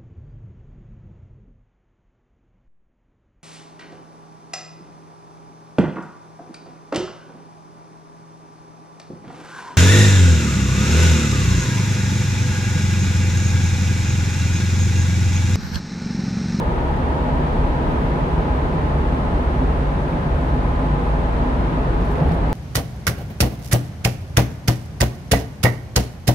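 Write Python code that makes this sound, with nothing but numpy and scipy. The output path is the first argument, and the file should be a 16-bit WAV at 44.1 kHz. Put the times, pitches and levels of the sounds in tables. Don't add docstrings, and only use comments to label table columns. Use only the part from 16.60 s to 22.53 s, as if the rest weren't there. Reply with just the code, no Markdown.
import sys
import numpy as np
from scipy import signal
from scipy.fft import irfft
from scipy.io import wavfile
from scipy.ndimage import uniform_filter1d

SR = 44100
rng = np.random.default_rng(int(sys.argv[2]) if len(sys.argv) > 2 else 0)


def generate_wav(sig):
    pcm = np.round(np.clip(np.atleast_2d(sig).T, -1, 1) * 32767).astype(np.int16)
    wavfile.write(sys.argv[1], SR, pcm)


N = 261495
TIME = np.arange(N) / SR
BINS_HZ = np.maximum(np.arange(N // 2 + 1) * SR / N, 1)
MIC_SPACING_M = 0.15


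# frequency_hz, relative_db
RUMBLE_SPECTRUM = [(10, -28), (24, -30), (33, -1.5), (44, -2), (60, 2), (90, -7), (200, -11), (300, -12.5),
                   (480, -13), (700, -23.5), (1100, -27.5), (2500, -83)]
# centre_hz, width_hz, lift_db
CAB_RESONANCES = [(35.4, 7.4, 7), (147, 29.3, 8.5), (166, 25, 4.5), (253.8, 32.7, 9), (322, 7.7, 1.5),
                  (347, 13, 1)]
def road_rumble(level_db=-21.5):
    return from_db(level_db) * noise(colour(RUMBLE_SPECTRUM, CAB_RESONANCES), likeness=1)


# frequency_hz, relative_db
ROAR_SPECTRUM = [(25, -19), (70, 6.5), (105, 6), (140, 3), (350, -1.5), (600, -2.5), (760, -3), (1000, -1),
                 (1100, -7.5), (1400, -11.5), (2000, -16.5), (3800, -25.5), (5200, -35.5), (8000, -46.5),
                 (16000, -72)]
# centre_hz, width_hz, lift_db
ROAR_RESONANCES = [(610, 46, 4), (674, 40, 4), (838, 62, 3), (1130, 60, 0.5), (1256, 74, 5), (1630, 70, -1),
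                   (1650, 700, 4.5), (3780, 1100, 0)]
# middle_s, lift_db, half_length_s
ROAR_LIFTS = [(1.3, 1.2, 1.55), (4.95, 0.9, 0.38)]
def tyre_roar(steady_db=-25.5):
    level_db = steady_db + sum(lift_db * swell_at(s, length) for s, lift_db, length in ROAR_LIFTS)
    opposed = 0.12 * np.exp(-(BINS_HZ / 2400) ** 2)
    likeness = surround_likeness(focus=0.82, blur_hz=7000) - opposed
    return from_db(level_db) * noise(colour(ROAR_SPECTRUM, ROAR_RESONANCES), likeness) * pan(left_db=.5)


# time_s, relative_db
DRONE_SWELLS = [(0, -10), (.65, -7), (1.25, -16), (1.52, -4), (2.3, -7), (2.7, -2.5), (3.05, 0), (3.4, -3),
                (3.68, -8), (3.95, -1), (4.35, -3), (4.75, .5), (5.5, -2.5), (5.93, -9)]
def exhaust_drone(level_db=-21.5, start_hz=51.03, rise_hz_per_s=0.1823):
    pitch_hz = start_hz + rise_hz_per_s * TIME
    swell_db, = in_time(DRONE_SWELLS)
    return np.sqrt(2) * from_db(level_db + swell_db) * np.sin(2 * np.pi * np.cumsum(pitch_hz) / SR)


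# time_s, firing_hz
FIRING_RATE = [(0, 69.9), (.7, 69.1), (2.7, 69.1), (3.8, 69.7), (5.93, 70.2)]
# firing_multiple, relative_db
HUM_PARTIALS = [(1 / 3, -19), (1 / 2, -11), (1, 0)]
# time_s, relative_db
HUM_SWELLS = [(0, -8), (.75, -2), (1.3, -12), (1.9, -7), (2.25, -1), (2.9, 0), (3.2, -4), (3.5, -11),
              (3.82, 1), (4.4, -9), (4.7, -6), (5.3, -12), (5.65, -4), (5.93, -10)]
def engine_hum(level_db=-24):
    firing_hz, = in_time(FIRING_RATE)
    swell_db, = in_time(HUM_SWELLS)
    firings = np.cumsum(firing_hz) / SR
    hum = sum(from_db(db) * np.sin(2 * np.pi * (order * firings + rng.random()))
              for order, db in HUM_PARTIALS)
    return np.sqrt(2) * from_db(level_db + swell_db) * hum * pan(left_db=-0.5)


# middle_s, boom_db, half_length_s, boom_hz, noise_db
SWELLS_AND_THUDS = [(1.3, -34, .2, 148, -31), (3.04, -22, .028, 262, -27), (3.66, -22, .04, 140, -31),
                    (5.59, -31, .02, 520, -27.5), (5.618, -15.5, .018, 150, -23),
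                    (5.657, -23, .012, 140, -24.5), (5.686, -16, .019, 68, -25),
                    (5.724, -18.5, .019, 160, -25.5)]
# frequency_hz, relative_db
LOW_NOISE_SPECTRUM = [(30, -22), (75, -3), (150, 3), (220, -6), (350, -4), (520, -9), (700, -10),
                      (1200, -26), (4000, -55.5), (16000, -110)]
def swells_and_thuds():
    noise_gain, boom = np.zeros(N), np.zeros(N)
    for s, boom_db, length, boom_hz, noise_db in SWELLS_AND_THUDS:
        swell = swell_at(s, length)
        noise_gain += from_db(noise_db) * swell
        boom += from_db(boom_db) * swell * np.sin(2 * np.pi * (boom_hz * TIME + rng.random()))
    return np.sqrt(2) * boom + noise_gain * noise(colour(LOW_NOISE_SPECTRUM), likeness=0.74)


# time_s, pitch_hz, level_db
PASSING_TREAD = [(0, 935, -38), (1, 963, -40), (2.1, 1013, -41.5), (2.6, 1043, -47), (3.4, 1026, -48),
                 (4.3, 1028, -41), (5.2, 1006, -41), (5.93, 1004, -54)]
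# time_s, pitch_hz, level_db
OWN_TREAD = [(0, 841, -38), (.65, 846, -35), (1.55, 845, -40), (2.3, 856, -37.5), (3, 842, -35),
             (3.5, 851, -44), (4.3, 838, -34.5), (5.1, 835, -40), (5.93, 843, -37.5)]
def tread_whine(curve, width_hz, likeness, waver_hz=5):
    pitch_hz, level_db = in_time(curve)
    wavering_hz = pitch_hz + waver_hz * wander(rate_hz=4.01)
    return from_db(level_db) * blurred_tone(wavering_hz, width_hz, likeness)


def whine_echoes(level_db=-41, pitch_hz=915):
    band = blurred_tone(pitch_hz, width_hz=70, likeness=.05)
    return from_db(level_db) * swell_at(.5, half_length_s=2.1) * band


def panel_ring(level_db=-32.5, pitch_hz=687):
    note = blurred_tone(pitch_hz, width_hz=33, likeness=0.46)
    return from_db(level_db) * swell_at(5.7, half_length_s=0.1) * note


# middle_s, level_db, half_length_s
TRIM_CHAFES = [(1.363, -69, .13), (3.86, -69, .04), (5.5, -63.5, 0.1), (5.72, -67, 0.083), (5.9, -69, .05)]
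# start_s, level_db
TRIM_TICKS = [(.36, -59), (.58, -59.5), (.92, -57), (1.281, -57), (1.409, -55), (2.03, -58), (2.6, -58),
              (3.176, -54.5), (3.5, -59.5), (3.84, -57), (5.406, -53), (5.45, -51), (5.506, -47.5),
              (5.522, -53), (5.555, -55), (5.571, -55), (5.633, -56), (5.682, -51), (5.718, -46),
              (5.736, -48.5), (5.892, -52)]
# frequency_hz, relative_db
PLASTIC_SPECTRUM = [(1500, -8), (4000, 6), (7500, -3), (11000, -2), (15500, -9)]
# start_s, level_db
TRIM_KNOCKS = [(5.425, -38), (5.554, -34), (5.6, -35.5), (5.692, -34.5), (5.704, -35), (5.717, -32)]
# frequency_hz, relative_db
KNOCK_SPECTRUM = [(500, -10), (1400, 0), (2000, 8), (3000, -4), (5000, -10), (6500, -22), (12000, -38)]
def loose_trim(rest_db=-70, grain_db=1.5, chatter_db=2.2):
    spells = from_db(rest_db) + sum(from_db(db) * swell_at(s, length) for s, db, length in TRIM_CHAFES)
    rubbing = spells * from_db(chatter_db * wander(rate_hz=45))
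    ticks = bursts(TRIM_TICKS, rise_s=.0024, decay_s=0.007)
    grains = from_db(grain_db * unit_rms(uniform_filter1d(rng.standard_normal(N), size=40)))
    plastic = (rubbing + ticks) * grains * noise(colour(PLASTIC_SPECTRUM), likeness=0.17)
    knocks = bursts(TRIM_KNOCKS, rise_s=.0015, decay_s=0.0056)
    panel = knocks * noise(colour(KNOCK_SPECTRUM), likeness=.3)
    return (plastic + panel) * pan(left_db=-1)


# frequency_hz, relative_db
HISS_SPECTRUM = [(1000, -7), (5000, -4.5), (6000, 3.5), (7500, -2), (8600, 1.5), (10300, -0.5),
                 (12000, -5.5), (13500, -13), (16000, -21)]
def air_hiss(level_db=-60.5):
    return from_db(level_db) * noise(colour(HISS_SPECTRUM), likeness=.02) * pan(left_db=-1.5)


def from_db(db):
    return 10 ** (np.asarray(db) / 20)


def unit_rms(x):
    return x / np.sqrt(np.mean(x ** 2) + 1e-20)


def in_time(rows):
    times_s, *columns = np.transpose(rows)
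    return [np.interp(TIME, times_s, column) for column in columns]


def pan(left_db):
    return from_db([[left_db / 2], [-left_db / 2]])


def swell_at(middle_s, half_length_s):
    return np.exp(-((TIME - middle_s) / half_length_s) ** 2)


def bursts(rows, rise_s, decay_s):
    envelope = np.zeros(N)
    for start_s, db in rows:
        age_s = np.maximum(TIME - start_s, 0)
        envelope += from_db(db) * (1 - np.exp(-age_s / rise_s)) * np.exp(-age_s / decay_s)
    return envelope


def colour(spectrum, resonances=()):
    hz, db = np.transpose(spectrum)
    level_db = np.interp(np.log(BINS_HZ), np.log(hz), db)
    for centre_hz, width_hz, lift_db in resonances:
        level_db += lift_db / (1 + (2 * (BINS_HZ - centre_hz) / width_hz) ** 2)
    return from_db(level_db)


def noise(gain, likeness):
    alike = np.clip(likeness, -1, 1)
    mid, side = np.exp(2j * np.pi * rng.random((2, len(BINS_HZ))))
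    left_right = np.sqrt(1 + alike) * mid + np.sqrt(1 - alike) * side * [[1], [-1]]
    return unit_rms(irfft(gain * left_right, N))


def wander(rate_hz):
    return noise(1 / (1 + (BINS_HZ / rate_hz) ** 4), likeness=1)[0]


def blurred_tone(pitch_hz, width_hz, likeness):
    slow = 1 / (1 + (2 * BINS_HZ / width_hz) ** 4)
    phase = 2 * np.pi * np.cumsum(np.broadcast_to(pitch_hz, N)) / SR
    return unit_rms(noise(slow, likeness) * np.cos(phase) + noise(slow, likeness) * np.sin(phase))


def surround_likeness(focus, blur_hz, directions=16):
    angles = np.pi / 2 * (np.arange(directions) + .5) / directions
    lags_s = MIC_SPACING_M / 343 * np.cos(angles)
    coherence = np.mean(np.cos(2 * np.pi * np.outer(lags_s, BINS_HZ)), axis=0)
    return focus * coherence * np.exp(-(BINS_HZ / blur_hz) ** 2)


def scene():
    whines = tread_whine(PASSING_TREAD, width_hz=37, likeness=.05)
    whines += tread_whine(OWN_TREAD, width_hz=45, likeness=-0.029)
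    outside = tyre_roar() + whines + whine_echoes() + air_hiss() + exhaust_drone()
    return outside + road_rumble() + engine_hum() + swells_and_thuds() + panel_ring() + loose_trim()


def record(dry):
    return signal.sosfilt(signal.ellip(10, .1, 80, 15700, fs=SR, output="sos"), dry)


dry = scene()
out = record(dry)
generate_wav(out)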